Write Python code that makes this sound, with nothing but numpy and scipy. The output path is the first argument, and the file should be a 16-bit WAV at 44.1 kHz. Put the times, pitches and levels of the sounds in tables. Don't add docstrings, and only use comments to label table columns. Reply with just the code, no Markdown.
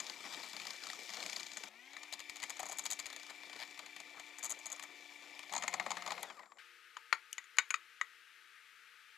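import sys
import numpy as np
from scipy import signal
from scipy.io import wavfile
from scipy.ndimage import uniform_filter1d

SR = 44100
rng = np.random.default_rng(int(sys.argv[2]) if len(sys.argv) > 2 else 0)


def gain_from_decibels(decibels):
    exponent = np.asarray(decibels, float) / 20
    return 10 ** exponent


def to_wav(sig):
    pcm = np.clip(np.atleast_2d(sig), -1, 1) * 32767
    pcm = np.round(pcm).astype(np.int16)
    wavfile.write(sys.argv[1], SR, pcm.T)


N = 404396
T = np.arange(N) / SR

# t/s, f/Hz (turns per second)
SHAFT_SPEED = [(0, 292.7), (1.688, 293), (1.69, 205), (1.8, 244), (1.9, 277), (2.02, 298), (2.25, 293),
               (2.8, 292), (4.1, 293), (4.75, 293.3), (5, 291), (5.513, 293), (5.515, 175.5),
               (6.215, 175.5), (6.42, 81), (6.5, 47.5), (6.6, 22)]
CHANGES = [
    1.69,
    5.515,
]
QUIET_S = 6.585


def evened(x):
    return x / np.sqrt(np.mean(x ** 2) + 1e-20)


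def peaked(x):
    power = uniform_filter1d(x ** 2, size=66)
    return x / np.sqrt(2 * power.max(axis=1, keepdims=True))


def wander(size):
    once = uniform_filter1d(rng.standard_normal(N), size)
    return evened(uniform_filter1d(once, size))


def noise(points, patchy_db):
    hz = np.fft.rfftfreq(1024, 1 / SR)
    f, db = np.transpose(points)
    a, b, patches = rng.standard_normal((N // 256 + 5, 513, 3)).T
    patches = uniform_filter1d(uniform_filter1d(patches, size=10, axis=0), size=10, axis=1)
    colour = np.interp(np.log(hz + 1), np.log(f), db, left=-90)[:, None] + patchy_db * evened(patches)
    edge = hz[:, None] < 13950
    spectra = (a + 1j * b) * gain_from_decibels(colour) * edge
    return evened(signal.istft(spectra, nperseg=1024, noverlap=768)[1][:N])


def resonance(hz, centre, half_width):
    return 1 / (1 + ((hz - centre) / half_width) ** 2)


def layer_gain(layer):
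    # level/dB in thin, thick and slow scene, share of effort, slope/dB per tenfold speed
    layers = [
        (-57, -58.5, -56.5, 0.15, 39),
        (-55.5, -63, -59.5, 0.83, 32),
        (-60, -64, -57.5, 1.06, 23.5),
    ]
    # t/s, level/dB
    stirring = [(0, 2.5), (.2, 1.5), (.32, 5.5), (.75, 2.5), (1.05, 3.5), (1.28, 7.5), (1.5, 0.5),
                (2.1, .5), (2.65, 6.5), (3.1, 4), (4.3, 2), (4.55, 2), (4.9, 2), (5.5, 2), (6.15, 5),
                (6.4, 4.5)]
    full_speed = (293, 293, 176)
    *scene_db, share, slope_db = layers[layer]
    now = np.searchsorted(CHANGES, T)
    speed = np.interp(T, *np.transpose(SHAFT_SPEED)) / np.take(full_speed, now)
    effort_db = np.interp(T, *np.transpose(stirring))
    gain_db = np.take(scene_db, now) + share * effort_db + slope_db * np.log10(speed)
    return gain_from_decibels(gain_db) * (T < QUIET_S)


def motor(hz, shaft, throb, rough, whine_db, air_db, coast_db):
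    multiples = (1, 3, 4, 5, 6, 7, 8, 12, 24, 48, 10)
    # level/dB in fast gear, level/dB in slow gear
    whine_levels = [(-8.5, -9.5), (-11, -11), (-12, -4), (-18, -7), (-8, -22), (-28, -30), (4.2, -34),
                    (-5.5, 1.5), (-13, -4.5), (-54, -26), (3, -40)]
    # f/Hz, level/dB, extra level/dB in slow gear
    windings = [(360, -75.5, 4), (720, -73, 15)]
    # f/Hz, level/dB per Hz
    air_colour = [(820, -8), (1400, -28), (1560, -124), (1780, -2), (2310, 2.5), (2770, -5.5), (3530, -8.5),
                  (3700, -8.5), (7060, -42), (14000, -28)]
    slow, powered = T > CHANGES[1], T < 6.21
    gear = 2 * np.pi * shaft / 10
    sway = np.sin(gear)
    wobble = 0.15 * wander(size=300)
    squeeze = np.exp(throb * (np.cos(gear) + 0.075 * np.cos(2 * gear + 2.3) + wobble))
    pressed = evened(squeeze)
    drift = rough * wander(size=400) * (0.083 + 0.26 * powered)
    whine = np.zeros(N)
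    for k, (fast_db, slow_db) in zip(multiples, whine_levels):
        f = k * hz
        phase = 2 * np.pi * k * shaft + np.sqrt(k) * np.roll(drift, 999 * k)
        tone = np.cos(phase - 0.04 * (k < 9) * k * sway * ~slow)
        coasting = min(k / 14, 40 / k) * np.minimum(f / 1300, 1) ** 1.5 * pressed ** 0.6
        tone *= np.where(powered, 1, coasting)
        housing = np.minimum(f / 172, 1) ** 8
        modes = 0.27 + 1.8 * resonance(f, 1900, 150) + 1.05 * resonance(f, 3500, 260)
        modes += 2.2 * resonance(f, 1150, 130)
        housing *= np.where(powered, 1, modes)
        if k in (8, 10):
            case = resonance(f, 2345, 330 if k < 9 else 140) + 0.6 * resonance(f, 1900, 90)
            housing *= np.where(slow, 1, case)
        if k == 8:
            tone *= np.where(slow, 1, pressed)
        whine += np.where(slow, gain_from_decibels(slow_db), gain_from_decibels(fast_db)) * housing * tone
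    whine -= 0.45 * gain_from_decibels(whine_levels[0][0]) * np.cos(2 * np.pi * shaft) * (T < CHANGES[0])
    lag = np.where(slow, 1 - hz / 176, 0.2 - hz / 1465)
    whine *= gain_from_decibels(coast_db * lag)
    sparks = 1 + 0.16 * np.cos(4 * gear) + 0.14 * np.cos(2 * gear)
    air = noise(air_colour, patchy_db=1.0) * evened(sparks * squeeze ** 0.055) * gain_from_decibels(-coast_db * lag)
    buzz = np.zeros(N)
    for f, db, slow_db in windings:
        buzz += gain_from_decibels(db + slow_db * slow) * np.cos(2 * np.pi * f * T + 0.44 * wander(size=2000))
    return layer_gain(layer=0) * (gain_from_decibels(whine_db) * whine + gain_from_decibels(air_db) * air) + buzz * (T < 6.23)


def vents():
    # f/Hz, width/Hz, level/dB, end t/s
    whistles = [
        (7350, 320, -77, 6.6),
        (11000, 250, -77, 6.23),
    ]
    out = np.zeros(N)
    for hz, width, db, end in whistles:
        a, b = uniform_filter1d(rng.standard_normal((2, N)), round(SR / width / 2))
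        whistle = evened(a * np.cos(2 * np.pi * hz * T) + b * np.sin(2 * np.pi * hz * T))
        out += gain_from_decibels(db) * whistle * (T > CHANGES[1]) * (T < end)
    return out


def cream(shaft, spread_db, splash_db, churn_db):
    # f/Hz, level/dB per Hz
    folding = [(53, -60), (90, -33), (225, -8.5), (471, -1.5), (739, -1), (1610, -4), (1800, -2.5),
               (2340, -9), (3960, -120)]
    passes = np.flatnonzero(np.diff(np.floor(shaft * 2 / 5)))
    chance = rng.random(len(passes))
    flicks = np.zeros(N)
    flicks[passes] = gain_from_decibels(-spread_db * np.log(chance + 0.05))
    flicks = signal.lfilter([1], [1, -np.exp(-1 / (0.0057 * SR))], flicks)
    spray = evened(0.8 + evened(flicks))
    splash_colour = [(900, -18), (3500, 15.5), (7500, 9.5), (8500, 1.5), (11000, -4), (14000, -4.0)]
    splash = noise(splash_colour, patchy_db=1.8) * spray
    churn = noise(folding, patchy_db=3.0) * gain_from_decibels(2.6 * wander(size=500))
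    churn = evened(churn * spray ** 0.28)
    return gain_from_decibels(splash_db) * layer_gain(layer=1) * splash + gain_from_decibels(churn_db) * layer_gain(layer=2) * churn


def strikes():
    # t/s, glass level/dB, wire level/dB
    thin_knocks = [(.0012, -40.5, -40), (0.0662, -54, -36.5), (0.098, -44, -38), (.4979, -55, -43),
                   (.856, -55, -43), (1.0187, -60, -47), (1.144, -52, -39), (.618, -47, -38),
                   (0.634, -54, -46), (0.6521, -47, -39), (.7321, -70, -40), (0.717, -66, -49),
                   (.763, -65, -42), (1.0918, -47, -41), (1.4054, -48, -41), (1.516, -50, -46),
                   (1.534, -63, -48), (1.5707, -41.5, -43.5), (1.6361, -42.5, -37.5)]
    # t/s, glass level/dB, wire level/dB
    thick_knocks = [(1.737, -56, -83), (1.9326, -51, -56), (1.9669, -43, -52), (2.0314, -46, -52),
                    (2.2962, -43.5, -50), (2.5681, -52, -47), (2.63, -42, -40), (2.772, -67, -49),
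                    (2.8386, -66, -47), (3.101, -45, -55), (3.4331, -44, -71), (3.7757, -49, -62),
                    (3.7916, -42.5, -54), (3.861, -47.5, -56.5), (3.963, -46.5, -54), (4.0008, -47, -49),
                    (4.1969, -45.5, -49.5), (4.3842, -51.5, -46.5), (4.392, -56, -51), (4.589, -57, -47.5),
                    (4.5986, -72, -53), (4.7007, -51, -46), (4.762, -54, -51), (4.7955, -44.5, -48),
                    (5.2226, -55, -65), (5.273, -59, -71), (5.308, -59, -63), (5.3917, -45, -51.5),
                    (5.4298, -48.5, -60), (5.4942, -48, -61)]
    # t/s, glass level/dB, wire level/dB
    slow_knocks = [(5.5245, -44, -42), (5.5358, -38, -39), (5.5503, -41, -39), (5.5637, -37, -33),
                   (5.5787, -42, -35), (5.6789, -34.5, -39.5), (5.7286, -41, -59), (5.739, -32, -43.5),
                   (5.798, -31, -55.5), (5.863, -35.5, -51), (5.9691, -38.5, -44), (6.0215, -45, -38.5),
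                   (6.1783, -44.5, -51), (6.2301, -40.5, -36.5), (6.3003, -45.5, -57), (6.3929, -49.5, -71),
                   (6.4317, -52, -76), (6.458, -56.5, -76), (6.5189, -53, -76), (6.571, -59, -77)]
    # first t/s, last t/s, hits, glass level/dB, wire level/dB
    thin_rattles = [(0.241, 0.272, 4, -45, -46), (0.328, 0.345, 3, -46.5, -40.5),
                    (0.3983, 0.463, 3, -49, -43), (.532, 0.599, 3, -45.5, -36.5),
                    (0.6687, 0.7054, 2, -45.5, -32.5), (0.837, 0.9322, 4, -47, -36),
                    (1.102, 1.2366, 5, -45, -39.5), (1.227, 1.2973, 3, -46, -35.5),
                    (1.33, 1.3985, 3, -45.5, -36), (1.431, 1.4655, 2, -52, -39.5)]
    # first t/s, last t/s, hits, glass level/dB, wire level/dB
    thick_rattles = [(2.125, 2.1362, 2, -41.5, -45.5), (2.1927, 2.202, 2, -45.5, -51),
                     (2.3578, 2.367, 2, -50, -51), (2.4, 2.4205, 2, -48, -52),
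                     (2.4283, 2.437, 2, -40, -43.5), (2.496, 2.503, 2, -44, -40.5),
                     (2.5934, 2.602, 2, -43, -40), (2.655, 2.664, 2, -48, -41.5),
                     (2.6875, 2.696, 2, -53, -40), (2.713, 2.726, 3, -47, -41.5),
                     (2.785, 2.793, 2, -43.5, -38), (2.855, 2.862, 2, -41, -38.5),
                     (2.9025, 2.9307, 4, -45, -38), (2.991, 2.9978, 2, -43, -42),
                     (3.057, 3.065, 2, -46.5, -46.5), (3.1276, 3.1625, 2, -45, -50),
                     (3.197, 3.265, 3, -50, -56)]
    # first t/s, last t/s, hits, glass level/dB, wire level/dB
    late_rattles = [(3.297, 3.303, 2, -48.5, -57), (3.4964, 3.562, 3, -45.5, -60),
                    (3.591, 3.609, 3, -44.5, -61), (3.617, 3.633, 3, -42, -60), (3.676, 3.744, 3, -53, -62),
                    (4.4283, 4.461, 5, -48, -35.5), (4.495, 4.5205, 4, -48.5, -35.5),
                    (4.657, 4.6655, 2, -48, -39.5), (4.718, 4.726, 2, -50.5, -38),
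                    (4.825, 4.8364, 2, -47, -46)]
    # first t/s, last t/s, hits, glass level/dB, wire level/dB
    slow_rattles = [
        (5.623, 5.636, 2, -37.5, -44),
        (5.9053, 5.9156, 2, -37.5, -38.5),
        (6.0623, 6.076, 2, -41, -32.5),
        (6.1052, 6.1188, 2, -38, -34.5),
    ]
    # crack's share of wire 0-1, crack/dB, thud/dB, ring/dB,
    # ring growth along a rattle/dB, ring loss per dB of depth
    contact = [
        (0.87, 2.2, -4, -6, -0.5, 3.5),
        (0.24, 4, -4.5, 2, 2, 0.6),
        (0.46, 1, 2, 0, 2.5, 5.5),
    ]
    # t/s, level/dB
    immersion = [(0, -3), (.06, 1.5), (.4, 3), (1.5, 0.5), (1.56, -4), (1.7, 4.5), (2.3, -2), (2.66, 7.5),
                 (2.8, 0.5), (3.2, -1), (3.6, -1), (4.45, 5), (5.5, 0.5), (5.8, -2), (6.05, 2.5),
                 (6.6, -1.5)]
    # t/s, crack level/dB, thud level/dB, clack level/dB, wire ring level/dB
    stopped_taps = [(6.9683, -49, -39, -47.5, -51.5), (7.1271, -30, -27.5, -22, -39),
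                    (7.146, -65, -47, -57, -53), (7.3284, -48, -101, -53, -42),
                    (7.381, -43, -43, -34.5, -38.5), (7.441, -61, -86.5, -54, -55),
                    (7.569, -48, -44, -57, -50), (7.585, -26.5, -25.5, -19, -21.5),
                    (7.5967, -62, -56.5, -31, -48), (7.7053, -39, -36.5, -30, -31.5),
                    (7.741, -37, -37.5, -28.5, -35), (7.7564, -54, -57, -53, -49),
                    (8.0127, -45, -38, -32, -39.5)]
    hits = [(*row, 0.5) for row in thin_knocks + thick_knocks + slow_knocks]
    for first, last, count, glass_db, wire_db in thin_rattles + thick_rattles + late_rattles + slow_rattles:
        u = np.linspace(0, 1, round(count))
        arch_db = 2.5 * (np.sin(np.pi * u) - 0.5) * (count > 2.5)
        hits += list(zip(first + (last - first) * u, glass_db + arch_db, wire_db + arch_db, u))
    s, glass_db, wire_db, u = np.transpose(hits)
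    share, crack_db, thud_db, ring_db, growth_db, loss = np.array(contact)[np.searchsorted(CHANGES, s)].T
    depth_db = np.interp(s, *np.transpose(immersion))
    crack_db = crack_db + glass_db + share * (wire_db - glass_db) - depth_db
    thud_db = thud_db + glass_db + depth_db
    ring_db = ring_db + wire_db + growth_db * (u - 0.5) - loss * depth_db
    return np.r_[np.c_[s, crack_db, thud_db, glass_db, ring_db], stopped_taps]


def burst(part, count, t, late_db):
    low_hz, high_hz, rise, t60 = part
    shape = (1 - np.exp(-t / rise)) * (gain_from_decibels(-60 * t / t60) + gain_from_decibels(late_db - 20 * t / t60))
    band = signal.butter(3, [low_hz, high_hz], "band", fs=SR, output="sos")
    return peaked(signal.sosfilt(band, shape * rng.standard_normal((count, len(t)))))


def ring(modes, count, t, spread):
    out = np.zeros((count, len(t)))
    for hz, db, t60 in modes:
        place, weight = 2 * rng.random((2, count, 1)) - 1
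        tone = np.sin(2 * np.pi * hz * (1 + spread * place) * t)
        out += gain_from_decibels(db + 5.0 * weight - 60 * t / t60) * tone
    out *= 1 - np.exp(-t / 0.00036)
    return peaked(np.diff(out, prepend=0))


def knocks(tick_db, chink_db, bump_db, bowl_db, late_db):
    # low f/Hz, high f/Hz, rise t/s, t60/s
    crack = (2940, 5070, 0.00019, 0.016)
    # low f/Hz, high f/Hz, rise t/s, t60/s
    wet_crack = (3000, 5500, 0.00022, 0.0073)
    # low f/Hz, high f/Hz, rise t/s, t60/s
    clack = (1722, 2455, 0.000051, 0.024)
    # low f/Hz, high f/Hz, rise t/s, t60/s
    tick = (2100, 12300, 0.00019, 0.021)
    # low f/Hz, high f/Hz, rise t/s, t60/s
    chink = (6240, 7870, 0.000095, 0.021)
    # low f/Hz, high f/Hz, rise t/s, t60/s
    thud = (624, 1280, 0.00049, 0.035)
    # low f/Hz, high f/Hz, rise t/s, t60/s
    bare_thud = (980, 1770, 0.00028, 0.024)
    # low f/Hz, high f/Hz, rise t/s, t60/s
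    bump = (167, 353, 0.005, 0.049)
    # low f/Hz, high f/Hz, rise t/s, t60/s
    table = (334, 604, 0.00047, 0.052)
    # low f/Hz, high f/Hz, rise t/s, t60/s
    shaking = (12, 167, 0.0024, 0.034)
    # f/Hz, level/dB, t60/s
    bowl = [(1238, 2, 0.023), (1505, -6.5, 0.052), (1930, 6.5, 0.016), (2233, 8, 0.012),
            (2875, -7.5, 0.023), (3700, -22.5, 0.061) ]
    # f/Hz, level/dB, t60/s
    wire = [(6715, 0, .03), (6770, -27, .2), (6690, -29, .16), (6860, -31, .12), (10480, -24, .03)]
    # f/Hz, level/dB, t60/s
    spinning_wire = [(7700, 2, 0.0099), (10100, -6, 0.012), (13300, -15, 0.017)]
    out, bumps, t = np.zeros(N + 4000), np.zeros(N + 4000), np.arange(3000) / SR
    s, crack_db, thud_db, clack_db, ring_db = strikes().T[:, :, None]
    count = len(s)
    running, thin, thick = s < QUIET_S, s < CHANGES[0], (s > 2) & (s < 5.5)

    def dense(part, tail_db=late_db):
        return burst(part, count, t, tail_db)

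    sound = gain_from_decibels(crack_db) * np.where(thin, dense(wet_crack), dense(crack))
    sound += gain_from_decibels(tick_db) * (gain_from_decibels(crack_db) + gain_from_decibels(ring_db + 1.0) * thick) * dense(tick)
    sound += gain_from_decibels(clack_db) * dense(clack) * np.where(running, 0.8, 0.35)
    sound += gain_from_decibels(clack_db + bowl_db - 4.7 * running) * ring(bowl, count, t, spread=0.0084)
    steel = ring(wire, count, t, spread=0.0027)
    steel += gain_from_decibels(chink_db - 6.0 * ~running) * dense(chink, late_db - 7.0)
    sound += gain_from_decibels(ring_db) * steel
    sound += gain_from_decibels(ring_db - 5.0) * thick * ring(spinning_wire, count, t, spread=0.03)
    sound += gain_from_decibels(thud_db) * np.where(running, dense(thud), dense(bare_thud))
    sound += gain_from_decibels(thud_db + bump_db + 10.0 * thin) * running * dense(bump)
    sound += gain_from_decibels(thud_db - 26.0) * ~running * dense(table)
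    force = gain_from_decibels((ring_db + crack_db) / 2 - 44.0) * thick
    force += gain_from_decibels(thud_db - 39) * (running & (s > 5.5)) + gain_from_decibels(thud_db - 54) * ~running
    shake = force * dense(shaking)
    fade = np.minimum(3 - 3 * t / t[-1], 1)
    for at, a, b in zip(np.round(s[:, 0] * SR).astype(int), sound, shake):
        out[at:at + len(t)] += a * fade
        bumps[at:at + len(t)] += b
    edge = signal.butter(10, 14100, fs=SR, output="sos")
    return signal.sosfilt(edge, out[:N]), bumps[:N]


def spots():
    # t/s, peak level/dB, f/Hz
    thin_spots = [(0.0661, -45, 2250), (0.0977, -22, 4630), (0.3262, -37, 3850), (0.3346, -37, 4150),
                  (0.3464, -30, 3710), (0.3955, -39, 4140), (0.5662, -29, 4400), (0.5989, -30.5, 2360),
                  (0.671, -38, 4310), (0.7026, -37, 4150), (0.835, -29.5, 4320), (0.8678, -38, 1290),
                  (0.9002, -28, 1920), (0.9322, -38, 1250), (1.2026, -28, 4210), (1.227, -27, 2330),
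                  (1.262, -26.5, 2330), (1.2956, -29, 2250), (1.3288, -30.5, 2350), (1.3622, -20, 4470),
                  (1.3966, -27, 4150), (1.4305, -28, 4620), (1.517, -37, 4820), (1.5702, -35, 1820),
                  (1.6363, -34, 3930)]
    # t/s, peak level/dB, f/Hz
    thick_spots = [(1.966, -31, 2000), (2.032, -44, 3550), (2.133, -24, 4100), (2.296, -29, 2330),
                   (2.435, -29, 2040), (2.503, -39, 2060), (2.598, -32, 732), (2.63, -36, 762),
                   (2.696, -36.5, 754), (2.786, -43, 2280), (2.856, -35.5, 970), (2.913, -29, 3730),
                   (2.989, -38, 2120), (3.057, -34, 2320), (3.293, -41, 1880), (3.432, -45, 2320),
                   (3.613, -47, 2270), (3.792, -33, 2300), (3.862, -37, 2320), (4.001, -37, 2350),
                   (4.197, -38, 1820), (4.658, -41.5, 895), (4.796, -36, 2400), (5.392, -31, 2360)]
    # t/s, peak level/dB, f/Hz
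    slow_spots = [(5.521, -36, 845), (5.538, -30.5, 920), (5.5535, -32, 960), (5.567, -29.5, 950),
                  (5.623, -40, 756), (5.68, -20.5, 2106), (5.739, -30.5, 744), (5.798, -22.5, 2110),
                  (5.863, -30, 1150), (5.864, -36, 560), (5.906, -36, 830), (5.916, -30, 1090),
                  (5.969, -35, 890), (6.022, -41, 2060), (6.073, -37, 880), (6.118, -31, 840),
                  (6.179, -31, 2380), (6.23, -40, 1040), (6.303, -50, 1090), (6.395, -45, 990),
                  (6.431, -56, 757), (6.52, -44, 1150), (6.572, -53, 2080)]
    # t/s, peak level/dB, f/Hz, t60/s
    bare_spots = [(6.9701, -45, 1000, 0.035), (7.1266, -36.5, 913, 0.042), (7.585, -46, 1210, .04),
                  (7.585, -40, 940, 0.044), (6.9677, -36, 1250, 0.026), (6.968, -41, 3060, 0.015),
                  (7.1267, -20, 1397, 0.032), (7.1268, -21, 1850, 0.017), (7.1273, -30, 2950, 0.02),
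                  (7.1265, -27, 1190, .03), (7.585, -49, 3730, .2), (7.585, -51, 3830, .17),
                  (7.7412, -55, 3715, .12), (7.1266, -29, 4510, 0.019), (7.3293, -30, 2960, 0.01),
                  (7.3289, -29, 6050, 0.0078), (7.3812, -29, 1960, 0.028), (7.585, -25, 2250, 0.024),
                  (7.586, -24.5, 1500, 0.055), (7.586, -28, 2940, 0.038), (7.706, -24, 2400, 0.021),
                  (7.705, -38, 1490, 0.063), (7.7418, -29, 1285, 0.032), (7.7427, -23.5, 2480, 0.019),
                  (8.0129, -18.5, 1930, 0.02), (8.0128, -32, 1276, 0.032)]
    out, t = np.zeros(N + 4000), np.arange(3000) / SR
    rise = 1 - np.exp(-t / 0.00038)
    wet = [(s, db - 2.5, hz, 30 / hz) for s, db, hz in thin_spots + thick_spots + slow_spots]
    for s, db, hz, t60 in wet + bare_spots:
        out[round(s * SR):][:len(t)] += gain_from_decibels(db - 60 * t / t60) * rise * np.sin(2 * np.pi * hz * t)
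    return out[:N]


def snaps():
    # t/s, peak level/dB
    contacts = [(0.0986, -50), (1.3622, -47), (1.3966, -47), (1.5702, -55), (2.132, -45), (2.2946, -48),
                (2.4353, -40), (2.5021, -45), (2.5979, -35), (2.7264, -38), (2.785, -31), (2.853, -35),
                (2.9047, -38), (2.911, -30), (2.989, -45), (3.0654, -57), (3.7912, -44), (3.9636, -50),
                (4.1963, -52), (4.392, -40), (4.4352, -48), (4.4445, -30), (4.5037, -26.5), (4.6572, -54),
                (4.7186, -62), (4.7949, -48), (4.8325, -42), (5.5372, -37), (5.6789, -45), (5.7378, -43),
                (6.0212, -60), (6.0611, -52), (6.117, -46), (6.2292, -31), (6.9689, -61), (7.126, -49),
                (7.2764, -70), (7.3146, -54), (7.3293, -30.5), (7.3805, -51), (7.568, -47), (7.5845, -36),
                (7.6908, -56), (7.705, -44), (7.741, -54), (7.9785, -72), (8.8012, -68)]
    out, t = np.zeros(N + 4000), np.arange(3000) / SR
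    band = signal.butter(4, (6900, 13500), "band", fs=SR, output="sos")
    decay = gain_from_decibels(-60 * t / 0.0091)
    bursts = peaked(signal.sosfilt(band, decay * rng.standard_normal((len(contacts), len(t)))))
    for (s, db), snap in zip(contacts, bursts):
        out[round(s * SR):][:len(t)] += gain_from_decibels(db - 6) * snap
    return out[:N]


def jolts():
    # t/s, peak level/dB
    pushes = [(2.132, -69), (2.194, -71), (2.295, -66), (2.429, -65), (2.499, -71), (2.598, -68),
              (2.629, -65), (2.726, -72), (2.787, -66), (2.857, -68), (2.911, -65), (2.99, -65),
              (3.058, -66), (4.196, -74), (4.445, -68), (4.504, -68), (4.657, -70), (5.391, -73)]
    out, u = np.zeros(N), np.arange(1500) / SR / 0.008
    push = 0.2 * u * np.exp(-u) - np.sin(np.pi * np.minimum(u, 1)) ** 2
    for s, db in pushes:
        out[round(s * SR):][:len(u)] += gain_from_decibels(db) * push
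    return out


def kitchen(x, t60, wet_db):
    size = SR // 2
    taps = np.zeros((2, size))
    at = np.arange(200, size - 20, 20)
    at = at + rng.integers(0, 20, (2, len(at)))
    np.put_along_axis(taps, at, rng.choice([-1., 1.], at.shape), 1)
    taps = signal.lfilter([1], [1, -0.6], taps * gain_from_decibels(-60 * T[:size] / t60))
    tail = taps[0] + 0.29 * taps
    return gain_from_decibels(wet_db) * signal.oaconvolve(x[None], tail / np.linalg.norm(tail[0]), axes=1)[:, :N]


def room():
    # f/Hz, level/dB per Hz
    hiss_colour = [(24, -85), (40, -41), (321, -32.5), (346, -23), (421, -27.5), (640, -32.5), (800, -33),
                   (992, -25), (1240, -7.5), (1540, -4), (2460, -6.5), (2850, -9), (14000, -38)]
    # f/Hz, width/Hz, level/dB
    fuzzy_tones = [(470, 40, -89), (885, 25, -88), (1254, 20, -78), (350, 12, -93)]
    tones = np.zeros(N)
    for hz, width, db in fuzzy_tones:
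        size = round(SR / width)
        tone = wander(size) * np.cos(2 * np.pi * hz * T) + wander(size) * np.sin(2 * np.pi * hz * T)
        tones += gain_from_decibels(db) * tone
    since = T - QUIET_S
    tones *= gain_from_decibels(3.0 - 2.0 * since)
    onset = gain_from_decibels(6.9 * np.exp(-abs(since) / 0.046))
    return (gain_from_decibels(-62) * noise(hiss_colour, patchy_db=0.6) + tones) * (since > 0) * onset


def scene():
    hz = np.interp(T, *np.transpose(SHAFT_SPEED))
    hz *= 1 + 0.0015 * wander(size=4000)
    shaft = np.cumsum(hz) / SR
    hits, shake = knocks(tick_db=-13.5, chink_db=-1.0, bump_db=-22.0, bowl_db=3.0, late_db=-5.8)
    near = motor(hz, shaft, throb=1.0, rough=0.011, whine_db=-4.0, air_db=-2.0, coast_db=15)
    near += vents() + cream(shaft, spread_db=3.5, splash_db=-3.5, churn_db=-4.5) + room()
    near = signal.sosfilt(signal.butter(10, 14200, fs=SR, output="sos"), near)
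    band = signal.butter(4, [330, 14300], "band", fs=SR, output="sos")
    hits = gain_from_decibels(-1.0) * hits + signal.sosfilt(band, spots() + snaps())
    air = near + hits + kitchen(hits, t60=0.17, wet_db=-20.0)
    return air * gain_from_decibels([[3.4], [-5.9]]) + (shake + jolts()) * gain_from_decibels([[6], [-14]])


def low_pass(x):
    return signal.sosfilt(signal.butter(12, 15120, fs=SR, output="sos"), x)


def record(dry):
    own = np.array([noise([(20, -34), (6000, 0.0), (14000, 0.3)], patchy_db=1.5) for side in dry])
    own *= gain_from_decibels(np.interp(T, [6.35, 6.55, QUIET_S, QUIET_S + 0.0022], [-1, -13.0, -16.0, 1]))
    return low_pass(dry + gain_from_decibels(-77.0) * own)


dry = scene()
out = record(dry)
to_wav(out)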